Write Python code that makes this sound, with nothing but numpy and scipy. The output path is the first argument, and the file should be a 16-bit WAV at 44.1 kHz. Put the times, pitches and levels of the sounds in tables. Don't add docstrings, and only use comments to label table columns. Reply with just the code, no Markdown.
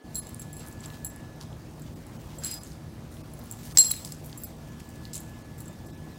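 import sys
import numpy as np
from scipy import signal
from scipy.fft import rfft, irfft, next_fast_len
from scipy.io import wavfile
from scipy.ndimage import uniform_filter1d, map_coordinates

SR = 44100
rng = np.random.default_rng(int(sys.argv[2]) if len(sys.argv) > 2 else 0)


def bounce(signal):
    frames = np.transpose(np.atleast_2d(signal))
    limited = np.clip(frames, -1, 1)
    pcm = np.round(limited * 32767).astype(np.int16)
    wavfile.write(sys.argv[1], SR, pcm)


def level_to_linear(level):
    exponent = np.asarray(level, float) / 20
    return 10 ** exponent


N = 272626

# [f/Hz, level/dB]
RUMBLE_SPECTRUM = [(13, -56.5), (24, -27), (56, -2.5), (156, -4.5), (310, -8.5), (395, -15), (480, -27),
                   (1100, -120)]
WASH_SPECTRUM = [(250, -39.5), (450, 1), (800, -2), (1500, -10), (2500, -15), (5000, -17.5), (10000, -23),
                 (16000, -30)]
# [f/Hz, peak level/dB]
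FAN_LINES = [(37.1, -61), (75.5, -54), (96, -57), (110.9, -57), (116.8, -57), (120, -52.7), (145.9, -57.5),
             (160.3, -60), (233.5, -52), (320.7, -63), (328, -66), (481.1, -69), (550.1, -67), (637, -66)]
# [t/s, peak level/dB]
WHINE_LEVEL = [(0.05, -64), (.5, -58), (1.25, -58), (1.45, -67), (1.85, -76), (2.6, -64), (3.1, -76),
               (3.7, -63), (4.1, -66), (4.55, -72.5), (4.82, -59.5), (5.5, -59.5), (6.18, -61)]
# [f/Hz, T60/s]
FENCE_DECAY = [(500, .15), (4000, 0.47), (10000, 0.355), (16000, 0.13)]
# [t/s, level/dB]
SCUFF_EFFORT = [(0.0, -84), (0.14, -65.5), (0.28, -66.5), (0.45, -70), (0.9, -67), (1.24, -74.5),
                (2.1, -70), (2.34, -65.5), (2.52, -56), (2.77, -76), (3.3, -70.5), (3.66, -60.5),
                (3.84, -51.5), (4.1, -65), (4.54, -71.5), (5.1, -67), (5.38, -70.5), (6.18, -71)]
# [f/Hz, level/dB]
DULL_GRIT = [(800, -21), (2000, -2), (3500, -3), (6000, 0), (9000, -6.5), (14000, -27)]
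BRIGHT_GRIT = [(4000, -35), (7000, 0), (10000, -2.5), (14000, 1.5), (17000, 1)]
# [start t/s, length/s, rms level/dB, centre f/Hz]
SKIDS = [(0.584, 0.08, -56, 4000), (0.599, 0.13, -54, 900), (0.802, 0.21, -54.5, 950),
         (0.655, 0.05, -55, 11100), (0.831, 0.025, -47, 4330), (.93, 0.045, -56, 4000),
         (1.401, 0.044, -52, 4840), (1.86, 0.028, -56.5, 3500), (2.286, 0.059, -58, 3000),
         (2.417, 0.14, -48, 4860), (2.417, 0.093, -51, 1590), (2.644, 0.12, -58.5, 7000),
         (3.11, 0.085, -56.5, 9000), (3.625, 0.1, -53.5, 9000), (3.9, 0.02, -31, 10000),
         (4.041, 0.058, -46, 7940), (4.236, 0.061, -52, 12000), (4.796, 0.023, -55, 6000),
         (5.135, 0.047, -48, 6000), (5.851, 0.054, -59, 8500), (3.954, 0.036, -49, 12000),
         (5.58, 0.052, -55, 9000)]
# [t/s, peak level/dB, centre f/Hz]
CLAW_TICKS = [(0.3455, -28.5, 10000), (0.685, -34, 11300), (0.902, -36, 4120), (1.1618, -35, 11600),
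              (1.4118, -30, 5500), (1.5292, -42, 3430), (2.668, -36, 6670), (2.7194, -37.5, 5110),
              (3.1243, -48, 4270), (3.1697, -39, 3200), (3.4154, -41, 5770), (3.4396, -37, 14600),
              (3.5044, -41.5, 7490), (3.711, -36, 5140), (4.1465, -38, 7620), (4.262, -32, 13700),
              (3.975, -38, 13000), (4.329, -31.5, 4700), (4.2459, -36, 12300), (4.2968, -41, 5000),
              (4.803, -41, 2800), (5.0532, -31, 4250), (5.3892, -45, 8200), (0.6637, -38, 9000),
              (0.6732, -37, 11500), (0.6807, -36, 11800), (0.7131, -42, 11800), (4.091, -38, 7000)]
# [t/s, length/s, f/Hz, peak level/dB, bend/Hz]
GLINTS = [(5.65, .16, 3600, -66.5, 0), (.172, 0.052, 10110, -33, -2), (3.888, 0.025, 3400, -44, -110),
          (3.92, 0.028, 3920, -45, -20), (3.87, .05, 4970, -43, 0), (3.96, .04, 3800, -50, 60),
          (3.836, .03, 10130, -31.5, 0), (3.888, .02, 14400, -38, 0), (4.435, .03, 4960, -54, 0),
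          (1.068, 0.053, 7630, -45, 0), (2.46, .17, 4968, -42, 0), (2.43, .03, 4968, -46, 0),
          (.17, .1, 4968, -55, 0), (.155, .025, 11150, -43, -2), (2.45, .03, 10110, -33, 0),
          (2.536, .03, 14400, -42, 0), (.165, .04, 14400, -41, 0), (4.436, .035, 14400, -42, 0),
          (5.155, .012, 10110, -42, 0)]
# [t/s, depth level/dB, lowest f/Hz]
THINNINGS = [(.012, -7, 6000), (.03, -7, 3000), (.21, -14, 1500), (1.09, -14, 1500), (1.95, -11, 1500),
             (2.18, -10, 1500), (2.6, -13, 1200), (3.228, -13, 900), (3.74, -16, 1500), (3.897, -14, 1200),
             (4.458, -13, 1000), (5.125, -10, 8000), (5.435, -12, 1500), (5.875, -11, 1500),
             (5.92, -11, 1500), (5.965, -10, 3000)]
# [t/s, peak level/dB, lowest f/Hz]
EDGE_TAPS = [
    (3.7728, -8, 600),
    (3.7852, -12, 600),
    (3.7985, -15, 1900),
    (3.8105, -13, 1200),
    (3.8447, -15.5, 900),
    (3.9106, -10.5, 1200),
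    (3.939, -11, 1800),
]
# [t/s, peak level/dB]
FLAT_KNOCKS = [(0.156, -36), (2.4357, -24), (2.4454, -40), (2.5124, -36), (3.7723, -2), (3.7843, -6.5),
               (3.8087, -20), (3.8193, -23), (3.845, -27), (3.9394, -46), (4.0479, -24.5), (4.0744, -33),
               (4.121, -27.5), (5.1328, -29), (5.143, -40)]
# [t/s, click level/dB, ring level/dB, low mode over ring/dB, high modes over ring/dB]
FREE_BLOWS = [(0.145, -30, -43, -33, -2), (0.154, -20, -27.5, -19, -12), (0.1694, -45, -46, -3, -8),
              (0.395, -27, -44, -28, -4), (0.5294, -24, -48, -30, -6), (0.5671, -29, -49, -14, -1),
              (0.5942, -34, -48, -21, -12), (1.0461, -21, -36.5, -20, 3), (1.0658, -31.5, -42, -36, -9),
              (2.384, -37, -43.5, -22, -11), (2.4357, -22, -40, -10, -8), (2.4458, -34, -33.5, -5.5, -13),
              (2.4552, -32, -32, -14, -15), (2.4694, -34, -39, -12, -6), (2.5118, -24, -36, -12, -7),
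              (2.5394, -30, -42.5, -21, -3), (3.7722, -2, -16.5, -9.5, -19), (3.8444, -28, -33, -25, -20),
              (3.9214, -40, -47, -4, -5), (4.375, -35, -46, -30, -2.5), (4.4353, -16, -48, -22, -0.5)]
# [t/s, click level/dB, ring level/dB, high modes over ring/dB]
HELD_BLOWS = [(0.2688, -40, -46, -5), (0.291, -40, -48, -3), (0.7257, -42, -53, -8), (0.805, -42, -47, -14),
              (0.858, -31, -44, -11), (1.794, -43.5, -57, -1), (1.8193, -41.5, -46, -15),
              (2.0662, -41.5, -52, -5), (3.3358, -31, -50.5, -2), (3.391, -42, -52, -2),
              (3.4565, -48, -71, 13), (3.512, -16, -42, -7), (3.5236, -19, -42, -7),
              (4.0484, -23.5, -36, -11), (4.121, -17, -37, -13), (4.8895, -37, -54, -1),
              (5.2026, -38, -46.5, 1), (5.5807, -42, -58, -1), (5.6043, -30, -39.5, -8),
              (5.6194, -48, -54, -3), (5.656, -38, -49.5, -14), (5.679, -40, -46, -17),
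              (5.87, -48, -50, -12), (6.0394, -47, -78, 11)]
# [t/s, click level/dB, ring level/dB, low mode over ring/dB, high modes over ring/dB]
PINNED_BLOWS = [(0.4179, -24, -34.5, -31, -13), (0.424, -41, -44, -31, -17), (0.837, -40, -44, -18, -16),
                (2.634, -24, -34, -26, -26), (3.907, -20, -36, -14, -4), (5.1318, -30, -36, -12, -20),
                (5.136, -30, -26, -22, -16), (5.143, -26, -30, -20, -15), (5.149, -35, -29, -20, -20),
                (5.154, -18, -27, -28, -19), (5.167, -35, -42, -14, 1), (5.1774, -23, -32.5, -22, -17)]
# [t/s, click level/dB, low mode level/dB, high mode level/dB]
SMALL_BLOWS = [
    (0.1794, -27, -66, -50),
    (0.5544, -35, -68, -54),
    (1.0544, -28, -78, -51),
    (1.0814, -35, -82, -63),
    (2.4364, -16, -50, -58),
    (2.4654, -23, -62, -44),
    (2.5894, -39, -62, -57),
    (3.7754, -12, -44, -32),
    (3.8394, -17, -45, -36),
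]
# [f/Hz, split/Hz, T60/s]
TAG_MODES = [(4195, 24, 0.17), (7630, 110, 0.11), (10104, 26.6, 0.13), (14390, 44.4, 0.2)]
SMALL_TAG_MODES = [(4968, 4.6, 0.97), (11170, 9.8, 0.51)]
# [f/Hz, level/dB]
CLINK_SPECTRUM = [(3000, -44), (6000, -17), (8000, 0.5), (12000, -4.5), (16000, -5)]
KNOCK_SPECTRUM = [(400, -46), (1500, -19), (3200, -19), (5200, -1.5), (6500, -4.5), (9000, -35),
                  (14000, -30.5)]
RATTLE_SPECTRUM = [(1500, -20.5), (3500, -4.5), (5500, -7.5), (6800, 5.5), (8500, 1.5), (12000, -7),
                   (16000, -16.5)]
# [f/Hz, peak level/dB, brushed by fur t/s, loss/dB, T60/s]
FLUNG_MODES = [(4193, -19.5, 3.826, 10, 0.47), (4222, -36.5, 3.826, 2, .3), (7620, -7, 3.815, 14, .45),
               (7525, -23, 3.814, 12, .3), (10115, -20.5, 3.808, 10, .3), (14405, -16, 3.791, 9, .3),
               (14372, -28, 3.835, 6, .3), (5970, -42.5, 3.82, 3, .3), (6546, -41.5, 3.82, 3, .4),
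               (6860, -38, 3.82, 3, .3), (6950, -34, 3.82, 4, .2), (8872, -46, 3.82, 3, .3),
               (12780, -48, 3.82, 3, .5), (13400, -47, 3.82, 2.5, .4)]
# [f/Hz, peak level/dB]
SQUEEZED_MODES = [(3280, -42), (3960, -30), (4220, -31), (7790, -19.5), (10300, -24), (14400, -20),
                  (15300, -30)]
FLING_S, PINCH_S = 3.7846, 3.9172


def unit(x):
    return x / np.sqrt(np.mean(x ** 2) + 1e-20)


def along(points, hz):
    f, v = np.transpose(points)
    return np.interp(np.log(hz + 1), np.log(f + 1), v)


def curve(rows):
    s, values = np.transpose(rows)
    return np.interp(np.arange(N) / SR, s, values)


def wobble(rate, size=N):
    knots = rng.standard_normal(int(size * rate / SR) + 4)
    return map_coordinates(knots, [np.arange(size) * rate / SR])


def coloured(x, spectrum):
    m = next_fast_len(len(x) + 4096)
    gain = level_to_linear(along(spectrum, np.fft.rfftfreq(m, 1 / SR)))
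    return irfft(rfft(x, m) * gain, m)[:len(x)]


def rush(spectrum, patchy_db):
    z = signal.stft(rng.standard_normal(N + 512), nperseg=512)[2]
    field = uniform_filter1d(rng.standard_normal(z.shape), 6, 0)
    field = uniform_filter1d(field, 10, 1)
    noise = signal.istft(z * level_to_linear(patchy_db * unit(field)), nperseg=512)[1][:N]
    return unit(coloured(noise, spectrum))


def add(track, s, piece):
    spot = track[round(s * SR):][:len(piece)]
    spot += piece[:len(spot)]


def town():
    t = np.arange(N) / SR
    fan = np.zeros(N)
    for hz, db in FAN_LINES:
        phase = 2 * np.pi * (hz * t + rng.random()) + 0.24 * wobble(3.01)
        fan += level_to_linear(db + 0.64 * wobble(3.2)) * np.sin(phase)
    for hz in (151.49, 153.63):
        fan += level_to_linear(-51) * np.sin(2 * np.pi * hz * t + 0.2 * wobble(3.3))
    whine_db = curve(WHINE_LEVEL) + 0.8 * wobble(9) + 1.6 * wobble(25)
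    whine = level_to_linear(whine_db) * np.sin(2 * np.pi * 1714 * t + 0.4 * wobble(4.5))
    drift_db, opens_s = 0.34, 0.094
    rumble = level_to_linear(-45 + drift_db * wobble(2.69)) * rush(RUMBLE_SPECTRUM, patchy_db=0.84)
    wash_db = -53 + drift_db * wobble(2.51) - 6.2 * np.exp(-t / opens_s * 2)
    wash = level_to_linear(wash_db) * rush(WASH_SPECTRUM, patchy_db=1.93)
    return rumble + wash + fan + whine


def fence(x):
    hz, t, z = signal.stft(rng.standard_normal(SR // 2), SR, nperseg=256)
    decay = level_to_linear(-60 * t / along(FENCE_DECAY, hz)[:, None])
    tail = signal.istft(z * decay, SR, nperseg=256)[1]
    delayed = np.pad(x, (400, 0))
    return signal.fftconvolve(delayed, tail / np.linalg.norm(tail))[:N]


def scuffs():
    effort_db = curve(SCUFF_EFFORT)
    mean_db = effort_db.mean()
    bright_db = mean_db + 0.99 * (effort_db - mean_db)
    grit = level_to_linear(2.63 * wobble(300) + 1.4 * wobble(37))
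    dull = level_to_linear(effort_db + 5) * unit(grit * rush(DULL_GRIT, patchy_db=1.0))
    bright = level_to_linear(bright_db + 6) * unit(grit * rush(BRIGHT_GRIT, patchy_db=2.5))
    return dull + bright


def skids():
    sound = np.zeros(N)
    for s, length, db, hz in SKIDS:
        u = np.arange(SR // 4) / SR / max(length / 3, 0.002)
        spectrum = [(hz / 5, -30), (hz * 0.6, -4), (hz, 0), (hz * 1.8, -6), (hz * 4, -20)]
        puff = unit(coloured(rng.standard_normal(len(u)), spectrum))
        add(sound, s, level_to_linear(db) * puff * np.e * u * np.exp(-u))
    return sound * level_to_linear(3 * wobble(330))


def claws():
    t = np.arange(SR // 50) / SR
    lead = 64
    sound = np.zeros(N)
    for s, db, hz in CLAW_TICKS:
        burst = np.pad(level_to_linear(-60 * t / 0.0055) * rng.standard_normal(len(t)), (lead, 0))
        spectrum = [(hz / 3.0, -30), (hz * 0.68, -3), (hz, 0), (hz * 1.13, -6), (hz * 2.2, -22), (hz * 4, -34)]
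        tick = coloured(burst, spectrum)
        add(sound, s - lead / SR, level_to_linear(db) * tick / np.abs(tick).max())
    return sound


def glints():
    sound = np.zeros(N)
    for s, length, hz, db, bend_hz in GLINTS:
        t = np.arange(round(length * SR)) / SR
        phase = 2 * np.pi * (hz + bend_hz * t / length / 2) * t + 0.77 * wobble(40, size=len(t))
        swell = np.sin(np.pi * (t / length) ** 0.65)
        add(sound, s, level_to_linear(db + 2.5 * wobble(70, size=len(t))) * swell * np.sin(phase))
    return sound


def thin_treble(x):
    hz, t, z = signal.stft(x, SR, nperseg=256)
    for s, depth_db, low_hz in THINNINGS:
        bands = np.repeat(rng.random(33) > 0.3, 4)[:len(hz)] * (hz > low_hz)
        dip = np.exp(-((t - s) / 0.009) ** 4)
        z *= level_to_linear(depth_db * bands[:, None] * dip)
    return signal.istft(z, SR, nperseg=256)[1][:N]


def taps():
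    t = np.arange(SR // 50) / SR
    sound = np.zeros(N)
    impulse = 1.0 * (np.arange(512) == 256)
    for s, db, low_hz in EDGE_TAPS:
        spectrum = [(low_hz * 0.5, -25), (low_hz, 0), (3200, 0), (4500, -12), (8000, -40)]
        add(sound, s - 256 / SR, level_to_linear(db) * coloured(impulse, spectrum))
    for s, db in FLAT_KNOCKS:
        hz = 5200 * (1 + 0.03 * rng.standard_normal())
        add(sound, s + 0.0005, level_to_linear(db - 3.5 - 60 * t / 0.0077) * np.sin(2 * np.pi * hz * t))
    return sound


def struck(rows, top_db):
    blows = []
    for s, click, ring, low, high in rows:
        lean = 0.078 * (low + 22) - top_db / 2
        blows.append((s, click, ring + low, ring, ring + high + lean, ring + high - lean))
    return blows


def rings(hits, modes, lift_db, damping, swing_db, swing_rate, grab_db, first_db, rough, rise):
    t = np.arange(SR // 3) / SR
    all_blows = FREE_BLOWS + HELD_BLOWS + PINNED_BLOWS + SMALL_BLOWS
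    times = np.sort([row[0] for row in all_blows] + [FLING_S])
    pressed = 1 + level_to_linear(first_db - 60 * t / 0.014)
    start = pressed * (1 - np.exp(-t / rise))
    sound = np.zeros(N)
    for k, (hz, split_hz, t60) in enumerate(modes):
        mode = np.zeros(N)
        for s, _, *levels_db in hits:
            twin_db, turn, drift = rng.standard_normal(3)
            beat = 1 + level_to_linear(-14.5 + 1.8 * twin_db) * np.cos(2 * np.pi * split_hz * t + 2 * turn)
            tone = np.sin(2 * np.pi * hz * (1 + 0.00186 * drift) * t)
            later = np.maximum(np.searchsorted(times, s + t) - np.searchsorted(times, s + 0.001), 0)
            fade_db = -60 * t * damping / t60 - grab_db * later * hz / 8000
            add(mode, s + 0.00035, level_to_linear(levels_db[k] + lift_db + fade_db) * beat * tone * start)
        swing = level_to_linear(swing_db * np.sqrt(hz / 10000) * wobble(swing_rate))
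        chatter = 1 + rough * np.sqrt(hz / 9000) * wobble(450)
        sound += mode * swing * chatter
    return sound


def clicks(hits, column, lift_db, t60, spectrum):
    t = np.arange(SR // 5) / SR
    sound = np.zeros(N)
    for row in hits:
        burst = level_to_linear(row[column] + lift_db - 60 * t / t60) * rng.standard_normal(len(t))
        add(sound, row[0] + 0.0005, burst)
    return coloured(sound, spectrum)


def tags():
    muffled = [(s, click, ring, -19, high) for s, click, ring, high in HELD_BLOWS]
    free = rings(struck(FREE_BLOWS, top_db=0), TAG_MODES, lift_db=1.5, damping=0.79, swing_db=2.5,
                 swing_rate=90, grab_db=3.0, first_db=5.0, rough=0.28, rise=0.00044)
    held = rings(struck(muffled, top_db=-2), TAG_MODES, lift_db=2.0, damping=4.0, swing_db=3.0,
                 swing_rate=70, grab_db=2, first_db=-3.0, rough=0.5, rise=0.00019)
    pinned = rings(struck(PINNED_BLOWS, top_db=-3), TAG_MODES, lift_db=15.5, damping=27.0, swing_db=1.5,
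                   swing_rate=93, grab_db=2, first_db=-9, rough=0.27, rise=0.0013)
    small = rings(SMALL_BLOWS, SMALL_TAG_MODES, lift_db=1.0, damping=2.2, swing_db=2.5,
                  swing_rate=30, grab_db=2.0, first_db=-12, rough=0.15, rise=0.0023)
    blows = FREE_BLOWS + HELD_BLOWS + PINNED_BLOWS + [(FLING_S, -6.0, -12.0)]
    clink = clicks(blows, 1, lift_db=-6.0, t60=0.0041, spectrum=CLINK_SPECTRUM)
    knock = clicks(FLAT_KNOCKS, 1, lift_db=4.5, t60=0.0081, spectrum=KNOCK_SPECTRUM)
    rattle = clicks(blows, 2, lift_db=-10.0, t60=0.081, spectrum=RATTLE_SPECTRUM) * level_to_linear(4.9 * wobble(390))
    return free + held + pinned + small + clink + knock + rattle


def flung():
    t = np.arange(SR // 5) / SR
    now = FLING_S + t
    since_pinch = now - PINCH_S

    def chatter(db, rate):
        return level_to_linear(db * wobble(rate, size=len(t)))

    ring = np.zeros(len(t))
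    for hz, db, brushed_s, loss_db, t60 in FLUNG_MODES:
        brush_db = loss_db / (1 + np.exp((brushed_s - now) / 0.0025))
        chatter_db = 4.5 * (hz / 14000) ** 2 + np.clip(40 * (now - brushed_s), 0, 3)
        phase = 2 * np.pi * hz * t + 0.3 * hz / 10000 * wobble(110, size=len(t))
        ring += level_to_linear(db - 60 * t / t60 - brush_db) * chatter(chatter_db, 130) * np.sin(phase)
    squeeze = np.zeros(len(t))
    for hz, db in SQUEEZED_MODES:
        squeeze += level_to_linear(db) * chatter(3.1, 500) * np.sin(2 * np.pi * (hz * t + rng.random()))
    swell = np.exp(np.minimum(since_pinch, 0) / 0.002)
    before = 1 / (1 + np.exp(np.clip(since_pinch / 0.00042, -50, 50)))
    remnant = level_to_linear(-19) * (1 - before) * level_to_linear(-60 * np.maximum(since_pinch, 0) / 0.03)
    sound = np.zeros(N)
    add(sound, FLING_S, (ring * (1 - np.exp(-t / 0.0003)) + 2.2 * swell * squeeze) * (before + remnant))
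    return sound


def scene():
    near = tags() + flung() + taps() + claws()
    weak = level_to_linear(-13.5) * fence(near) + skids() + glints() + scuffs() + town()
    return (near + thin_treble(weak))[None]


def low_pass(x):
    return signal.sosfilt(signal.butter(12, 16830, fs=SR, output="sos"), x)


def record(dry):
    t = np.arange(N) / SR
    bass = signal.sosfiltfilt(signal.butter(3, 300, fs=SR, output="sos"), dry)
    start = np.clip((t - 0.04) / 0.0093, 0, 1)
    opened = (dry - (1 - start) * bass)[0]
    rounded = opened / (1 + np.abs(opened / 0.97) ** 6) ** (1 / 6)
    top_hz = 15900
    limit = [(top_hz, 0), (top_hz + 100, -40), (top_hz + 900, -44), (top_hz + 1000, -120)]
    limited = coloured(rounded, limit)
    return low_pass(limited[None])


dry = scene()
out = record(dry)
bounce(out)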